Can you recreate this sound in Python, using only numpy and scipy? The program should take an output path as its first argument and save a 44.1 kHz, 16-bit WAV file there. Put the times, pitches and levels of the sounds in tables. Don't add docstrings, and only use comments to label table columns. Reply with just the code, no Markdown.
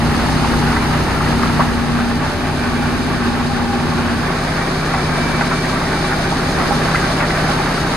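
import sys
import numpy as np
from scipy import signal
from scipy.fft import rfft, irfft, next_fast_len
from scipy.io import wavfile
from scipy.ndimage import uniform_filter1d

SR = 44100
rng = np.random.default_rng(int(sys.argv[2]) if len(sys.argv) > 2 else 0)


def generate_wav(sig):
    pcm = np.round(np.clip(np.atleast_2d(sig).T, -1, 1) * 32767).astype(np.int16)
    wavfile.write(sys.argv[1], SR, pcm)


N = 351036
TIME = np.arange(N) / SR


def gain_of(db):
    return 10 ** (np.asarray(db) / 20)


def unit_rms(x):
    return x / np.sqrt(np.mean(x ** 2) + 1e-20)


def at_hz(rows, hz):
    freq_hz, value = np.transpose(rows)
    return np.interp(np.log(hz + 1), np.log(freq_hz + 1), value)


def follow(rows):
    time_s, value = np.transpose(rows)
    return np.interp(TIME, time_s, value)


def add(mix, start_s, sound):
    part = mix[:, max(round(start_s * SR), 0):][:, :sound.shape[1]]
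    part += sound[:, :part.shape[1]]


def wander(rate_hz):
    size = 4096
    hz = np.fft.rfftfreq(size, N / SR / size)
    slow = irfft(rfft(rng.standard_normal(size)) / (1 + (hz / rate_hz) ** 4))
    return np.interp(np.arange(N), np.linspace(0, N, size), unit_rms(slow))


def tone(cycles, rms_db, spread_rad=0.):
    phase = (2 * np.pi * ((cycles + rng.random()) % 1)).astype(np.float32)
    shift = float(spread_rad * rng.choice([-1, 1]))
    return np.sqrt(2) * gain_of(rms_db) * np.sin([phase + shift, phase - shift])


# freq_hz, left_right_correlation
COHERENCE = [(60, 1), (130, 1), (270, 1), (590, 0.64), (1260, 0.73), (2000, 0.53), (2700, 0.44),
             (3300, -0.49), (4300, 0.79), (5200, -0.28), (6700, 0.33), (7500, -0.0021), (8400, 0.34),
             (9800, 1), (10800, -0.47), (11800, 0.81)]

def colour(pair, spectrum):
    size = next_fast_len(N)
    hz = np.fft.rfftfreq(size, 1 / SR)
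    correlation = np.clip(at_hz(COHERENCE, hz), -1, 1)
    shaped = rfft(pair, size) * gain_of(at_hz(spectrum, hz))
    mid, side = irfft(shaped * np.sqrt([1 + correlation, 1 - correlation]), size)[:, :N]
    return np.array([mid + side, mid - side]) / np.std(mid)


def grains(per_s, spread_db):
    count = int(2 * per_s * N / SR) + 1
    where, sign, chance = rng.random((count, 3)).T
    level_db = spread_db * np.minimum(-np.log(1 - chance), 4)
    out = np.zeros(2 * N)
    out[(where * 2 * N).astype(int)] = np.sign(sign - .5) * gain_of(level_db)
    return unit_rms(out.reshape(2, N))


# time_s, beside_share
WALK = [(0, 0.15), (.7, 0.13), (1.4, 0.23), (2, 0.52), (4.3, 1), (7.96, 0.84)]

def beside():
    return follow(WALK)


def past_wheel(wheel_s=4.28, pass_s=0.15):
    return .5 + .5 * np.tanh((TIME - wheel_s) / pass_s)


def at_wheel(from_s=1.55, approach_s=0.72):
    return np.clip((TIME - from_s) / approach_s, 0, 1) * (1 - past_wheel())


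# time_s, level_db
LOAD = [(0, -0.2), (.45, 1.06), (1.1, 0), (1.55, 0.5), (1.75, -2), (3.25, -1.6), (3.6, -2), (4, -1.24),
        (5.1, -0.8), (5.45, 0.4), (5.75, 0), (6.45, 0.3), (6.85, 1.5), (7.96, 0)]

def load_db():
    return follow(LOAD)


# time_s, turns_per_s
CRANK_SPEED = [(0, 33.32), (1.3, 33.34), (2.7, 33.58), (3.6, 33.37), (4.3, 33.01), (5.4, 33.05),
               (6.2, 33.27), (7, 33.26), (7.96, 33.52)]

def crank_turns():
    return np.cumsum(follow(CRANK_SPEED)) / SR


def exhaust(start_db=-30, fall_db_per_s=6, band_hz=(42, 85)):
    band = signal.butter(2, band_hz, "bandpass", fs=SR, output="sos")
    rumble = unit_rms(signal.sosfilt(band, rng.standard_normal(N)))
    return rumble * gain_of(start_db - fall_db_per_s * TIME)


# time_s, level_db
PUMP_NOTE = [(0, -35), (.5, -42), (1, -37.5), (1.4, -48), (1.95, -50), (2.25, -33.5), (2.7, -43), (4, -52),
             (6.4, -48), (7.25, -31.5), (7.96, -49)]
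# pitch_hz, behind_db, beside_db
PUMP_HUM = [(77.9, -41, -36), (373.7, -56, -36)]

def pumps(crank_order=17.56, drift_hz=0.46):
    out = tone(crank_order * crank_turns() + .04 * wander(10), follow(PUMP_NOTE), spread_rad=.2)
    for pitch_hz, behind_db, beside_db in PUMP_HUM:
        cycles = np.cumsum(pitch_hz + drift_hz * wander(1.77)) / SR
        out += tone(cycles, behind_db + beside() * (beside_db - behind_db))
    return out


# time_s, level_db
GEAR_WHINE = [(0, -54), (.74, -52), (.83, -34), (.92, -52), (2, -50), (2.9, -38), (3.4, -51), (4.54, -50),
              (4.63, -35), (4.72, -50), (4.81, -40), (4.92, -44), (5.02, -36), (5.1, -40), (5.23, -28.5),
              (5.3, -35), (5.38, -31.5), (5.46, -46), (5.55, -31), (5.6, -32), (5.65, -46), (5.71, -34),
              (5.8, -48), (5.9, -42), (5.97, -33), (6.07, -34), (6.3, -50), (7.3, -38), (7.6, -50)]

def gears_and_turbo(crank_order=70.05, turbo_hz=9900, turbo_offset_db=-24):
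    whine_db = follow(GEAR_WHINE)
    backlash_cycles = .06 * wander(25)
    flutter_db = 1.2 * wander(12)
    gears = tone(crank_order * crank_turns() + backlash_cycles, whine_db + flutter_db, spread_rad=.4)
    turbo_cycles = np.cumsum(turbo_hz + 10 * wander(3.3)) / SR
    turbo = tone(turbo_cycles, whine_db + turbo_offset_db, spread_rad=.4)
    return gears + turbo


# time_s, level_db
PANEL_SHAKE = [(0, -38), (.45, -31.5), (1.3, -41), (2.1, -35), (2.9, -33.5), (3.15, -33), (3.4, -32),
               (3.65, -26), (3.85, -33), (4.05, -41), (4.8, -51), (6.2, -33), (7.35, -44), (7.55, -28),
               (7.75, -43)]

def singing_panel(pitch_hz=808, width_hz=25, drift_hz=5, flutter_db=2, note_share=0.37):
    resonance = signal.iirpeak(pitch_hz, pitch_hz / width_hz, SR)
    mid, side = signal.lfilter(*resonance, rng.standard_normal((2, N)))
    shaken = unit_rms(np.array([mid + 0.3 * side, mid - 0.17 * side]))
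    cycles = np.cumsum(pitch_hz + drift_hz * wander(8.8)) / SR
    note = tone(cycles, flutter_db * wander(13), spread_rad=.2)
    return (np.sqrt(note_share) * note + np.sqrt(1 - note_share) * shaken) * gain_of(follow(PANEL_SHAKE))


# crank_order, behind_db, beside_db
ENGINE_ORDERS = [(1.5, -31.5, -37.5), (3.0, -31, -39), (3.5, -36, -42), (4.0, -37, -36), (4.5, -24, -27),
                 (5.0, -43, -28.2), (5.5, -31, -33), (6.0, -35, -38), (6.5, -50, -39), (7.0, -33, -36),
                 (7.5, -35, -40), (8.0, -32, -38), (9.0, -33, -41), (10.0, -40, -45), (11.0, -43, -40),
                 (11.5, -39, -41), (12.0, -41, -44), (14.5, -44, -52), (17.5, -44, -48)]
# time_s, boost_db
ARCH_RING = [(0, 3), (1.3, 1), (2.7, 12), (4, 12.5), (6.3, 9.5), (6.9, -1), (7.96, 1)]

def engine(arch_order=7.5, drone_order=4.5, screen_db=-3.7):
    turns = crank_turns() + .002 * wander(5)
    place = beside() + 0.13 * (past_wheel() - beside())
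    out = np.zeros((2, N))
    for order, behind_db, beside_db in ENGINE_ORDERS:
        level_db = behind_db + place * (beside_db - behind_db) + .7 * wander(1.5)
        if order == arch_order:
            level_db += follow(ARCH_RING)
        if order == drone_order:
            level_db += screen_db * at_wheel()
        out += tone(order * turns, level_db, spread_rad=0.057 * min(order / 6, 2))
    return gain_of(0.88 * load_db() - 0.2) * out


# start_s, length_s, level_db
BOOMS = [(-.2, 1.02, -22.5), (1.208, 1.08, -21), (2.553, 1.77, -23.5), (4.953, .7, -28), (6.398, 0.59, -27)]

def boom_amplitude(ramp_s=0.21, shudder_db=1.1):
    out = np.zeros(N)
    for start_s, length_s, level_db in BOOMS:
        inside_s = np.minimum(TIME - start_s, start_s + length_s - TIME)
        out += gain_of(level_db) * np.clip(inside_s / ramp_s, 0, 1)
    return out * gain_of(shudder_db * wander(8))


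# time_s, turns_per_s
SHAFT_SPEED = [(0, 29.26), (2.6, 29.54), (3.7, 29.51), (4.2, 29.25), (5.1, 29.66), (5.7, 29.47),
               (6.9, 29.53), (7.3, 29.82), (7.96, 29.75)]
# shaft_order, behind_db, beside_db, past_wheel_change_db
SHAFT_ORDERS = [(1, -32, -34, 2.5), (2, -23.5, -41, -6), (3, -29.5, -28, -11), (4, -50, -46, -3),
                (5, -28, -33, -15), (8, -25.5, -33, -9)]

def drive_shaft(boom_order=8, throb_order=5, throb_offset_db=-13):
    turns = np.cumsum(follow(SHAFT_SPEED)) / SR + 0.00098 * wander(6.7)
    boom = boom_amplitude()
    out = np.zeros((2, N))
    for order, behind_db, beside_db, change_db in SHAFT_ORDERS:
        amplitude = gain_of(behind_db + beside() * (beside_db - behind_db) + past_wheel() * change_db)
        if order == boom_order:
            amplitude = np.hypot(amplitude, boom)
        if order == throb_order:
            amplitude = np.hypot(amplitude, gain_of(throb_offset_db) * boom)
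        out += tone(order * turns, 20 * np.log10(amplitude), spread_rad=0.49 * order / boom_order)
    return out


# freq_hz, density_db
HISS_SPECTRUM = [(1500, -38), (2900, 0.5), (3330, 1), (3750, 3.5), (4200, 3.5), (5200, 3), (6400, -4),
                 (8000, -7.5), (9400, -9.5), (10200, -14.5), (10700, -7.5), (11300, -16.5), (12200, -18.5)]

def grit_hiss(base_db=-33, open_db=1.5, spray_db=.85):
    grit = grains(per_s=7000, spread_db=3) + rng.standard_normal((2, N))
    level_db = base_db + load_db() + open_db * past_wheel() + spray_db * wander(16.5)
    return colour(grit, HISS_SPECTRUM) * gain_of(level_db)


# freq_hz, density_db
RUMBLE_SPECTRUM = [(20, -20), (45, -7), (70, -0.5), (110, -4.5), (160, -3), (240, -0.5), (310, -0.5),
                   (390, -1), (480, -6.5), (700, -17), (1500, -34.5)]

def hood_rumble(base_db=-24.5, behind_boost_db=1.1, heave_db=0.5):
    level_db = base_db + 0.79 * load_db() + behind_boost_db * (1 - beside()) + heave_db * wander(6.9)
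    return colour(rng.standard_normal((2, N)), RUMBLE_SPECTRUM) * gain_of(level_db)


# pitch_hz, level_db, t60_s
HOOD_MODES = [(592, -9, 0.036), (697, -2, 0.038), (810, 2.5, 0.038), (933, 0, 0.052), (1118, 2, 0.03),
              (1182, 0.5, 0.038), (1346, 5.5, 0.031), (1490, 1.5, 0.034), (1568, 3.5, 0.039),
              (1782, 3.5, 0.021), (2020, 13, 0.029), (2560, 16, 0.016)]

def stones(count=520, spread_db=1.5, sustain=3.5, detune=.06):
    t, out = np.arange(SR // 8) / SR, np.zeros((2, N))
    for when, which, size, spot, damping, place in rng.random((count, 6)):
        pitch_hz, level_db, t60_s = HOOD_MODES[int(which * 10)]
        level_db += spread_db * min(-np.log(1 - size), 2.2)
        envelope = gain_of(level_db - 60 * t / (t60_s * sustain * (.5 + damping)))
        phase = 2 * np.pi * pitch_hz * (1 + detune * (2 * spot - 1)) * t
        shift = .7 * (2 * place - 1)
        add(out, when * N / SR, envelope * np.sin([phase + shift, phase - shift]))
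    return unit_rms(out)


# start_s, level_db, pitch_hz, spread_octaves, crumble_s, t60_ratio
KNOCKS = [(0.447, -17, 780, .35, .002, 1), (0.763, -17, 950, .6, .012, 1), (1.004, -21, 900, .5, .004, 1),
          (1.207, -17, 1080, .25, .007, 1.4), (1.432, -13.5, 1290, .22, .002, 1.2),
          (1.496, -20, 1000, .5, .004, 1), (1.595, -12.5, 620, .18, .001, .6),
          (1.598, -13, 1050, .2, .001, .5), (1.605, -9.8, 1090, .2, .002, .9),
          (1.616, -18, 1000, .5, .004, .7), (3.605, -21, 810, .7, .005, 1), (4.624, -22, 700, .6, .004, 1),
          (4.937, -16.3, 850, .7, .012, 1.2), (5.408, -16.3, 1000, .6, .016, 1.2),
          (5.514, -16, 1280, .3, .014, 1.2), (6.041, -20, 850, .7, .005, 1),
          (6.19, -21, 660, .2, .004, 1.6), (6.321, -18, 780, .3, .008, 1.4),
          (6.708, -12.2, 815, .06, .001, 2.5), (6.722, -17, 1000, .45, .008, 1),
          (6.856, -18.5, 730, .2, .005, 1), (6.946, -11.5, 1400, .16, .001, 1),
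          (6.954, -15.5, 1700, .4, .004, .8), (7.106, -21, 720, .3, .004, 1),
          (7.203, -17.3, 750, .9, .018, 1), (7.304, -20, 1520, .4, .004, 1),
          (7.488, -15.3, 815, .07, .001, 2.2), (7.515, -20, 1050, .25, .005, 1.2),
          (7.6, -20, 760, .15, .008, 1.6), (7.778, -21.5, 1344, .05, .003, 3.5)]

def knocks(debris_gain=0.14):
    t, out = np.arange(SR // 6) / SR, np.zeros((2, N))
    for start_s, level_db, pitch_hz, spread_octaves, crumble_s, t60_ratio in KNOCKS:
        ring = np.zeros(len(t))
        for mode_hz, mode_db, t60_s in HOOD_MODES:
            nearness = np.exp(-(np.log2(mode_hz / pitch_hz) / spread_octaves) ** 2 / 2)
            envelope = gain_of(mode_db - 60 * t / (t60_s * t60_ratio))
            ring += envelope * nearness * rng.choice([-1, 1]) * np.sin(2 * np.pi * mode_hz * t)
        mid, side = debris_gain * rng.standard_normal((2, len(t))) * np.exp(-t / crumble_s)
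        mid[0] += 1
        hit = signal.fftconvolve([mid + 0.23 * side, mid - 0.53 * side], ring[None], axes=1)
        peak_rms = np.sqrt(uniform_filter1d((hit ** 2).mean(0), SR // 100).max())
        add(out, start_s, hit / peak_rms * gain_of(level_db))
    return out


def hood_scatter(pair, smear_s=.006):
    size = next_fast_len(N)
    hz = np.fft.rfftfreq(size, 1 / SR)
    knots_hz = np.arange(0, SR / 2, 120)
    delay_s = smear_s * np.interp(hz, knots_hz, rng.random(len(knots_hz)))
    lag_cycles = np.cumsum(delay_s) * hz[1]
    return irfft(rfft(pair, size) * np.exp(-2j * np.pi * lag_cycles), size)[:, :N]


# freq_hz, density_db
GRIND_BEHIND = [(250, -36), (480, -15.5), (650, -4.5), (800, 0), (920, 2), (1020, -4.5), (1300, -1.5),
                (1500, -6), (1900, -5), (2300, -11), (2900, -12.5), (3400, -19), (6000, -31.5)]
# freq_hz, density_db
GRIND_AT_WHEEL = [(250, -29), (500, -8.5), (640, -2), (830, 1.5), (900, 0), (985, -5), (1120, 1.5),
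                  (1260, -3), (1400, -3.5), (1500, -1), (1620, -2), (1700, -4.5), (1770, -2), (1850, -5.5),
                  (2150, -8.5), (2520, -9.5), (2750, -13.5), (3400, -15.5), (6000, -38)]
# freq_hz, density_db
GRIND_BESIDE = [(250, -27), (480, -5), (640, 1), (720, 0), (810, -0.5), (960, -4), (1150, 0), (1400, -3.5),
                (1600, -1.5), (2100, -7), (2400, -7.5), (2800, -18), (3400, -18.5), (6000, -47)]

def grinding(grind_db=-22.5, stones_db=-31.5, stones_open_db=2, surge_db=.9, gravel_share=0.3):
    impacts = np.sqrt(gravel_share) * grains(per_s=1100, spread_db=2.9)
    gravel = hood_scatter(impacts + np.sqrt(1 - gravel_share) * rng.standard_normal((2, N)))
    grind = beside() * colour(gravel, GRIND_BESIDE) + (1 - beside()) * colour(gravel, GRIND_BEHIND)
    grind += at_wheel() * (colour(gravel, GRIND_AT_WHEEL) - grind)
    rattle = gain_of(stones_db + stones_open_db * past_wheel()) * stones()
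    return (gain_of(grind_db) * grind + rattle) * gain_of(load_db() + surge_db * wander(10.4))


def balance(left_db, right_db):
    return gain_of([[left_db], [right_db]])


def scene():
    background = exhaust() + pumps() + gears_and_turbo() * balance(-2, 1) + singing_panel()
    drone = (engine() + drive_shaft()) * balance(.4, -.4)
    roar = grit_hiss() * balance(.2, -.2) + hood_rumble() * balance(.4, -.4)
    return background + drone + roar + knocks() + grinding() * balance(-.3, .3)


# centre_hz, width_hz, gain_db
TREBLE_DIPS = [(5650, 150, -23), (7500, 250, -22)]

def record(dry, ceiling=.95, cutoff_hz=12150):
    size = next_fast_len(N + 4096)
    hz = np.fft.rfftfreq(size, 1 / SR)
    dips_db = sum(gain_db * np.exp(-((hz - centre_hz) / width_hz) ** 2)
                  for centre_hz, width_hz, gain_db in TREBLE_DIPS)
    dipped = irfft(rfft(dry, size) * gain_of(dips_db), size)[:, :N]
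    rounded = dipped / (1 + (dipped / ceiling) ** 8) ** (1 / 8)
    lowpass = signal.firwin(1023, cutoff_hz, window=("kaiser", 9), fs=SR)
    return signal.oaconvolve(rounded, lowpass[None], "same")


dry = scene()
out = record(dry)
generate_wav(out)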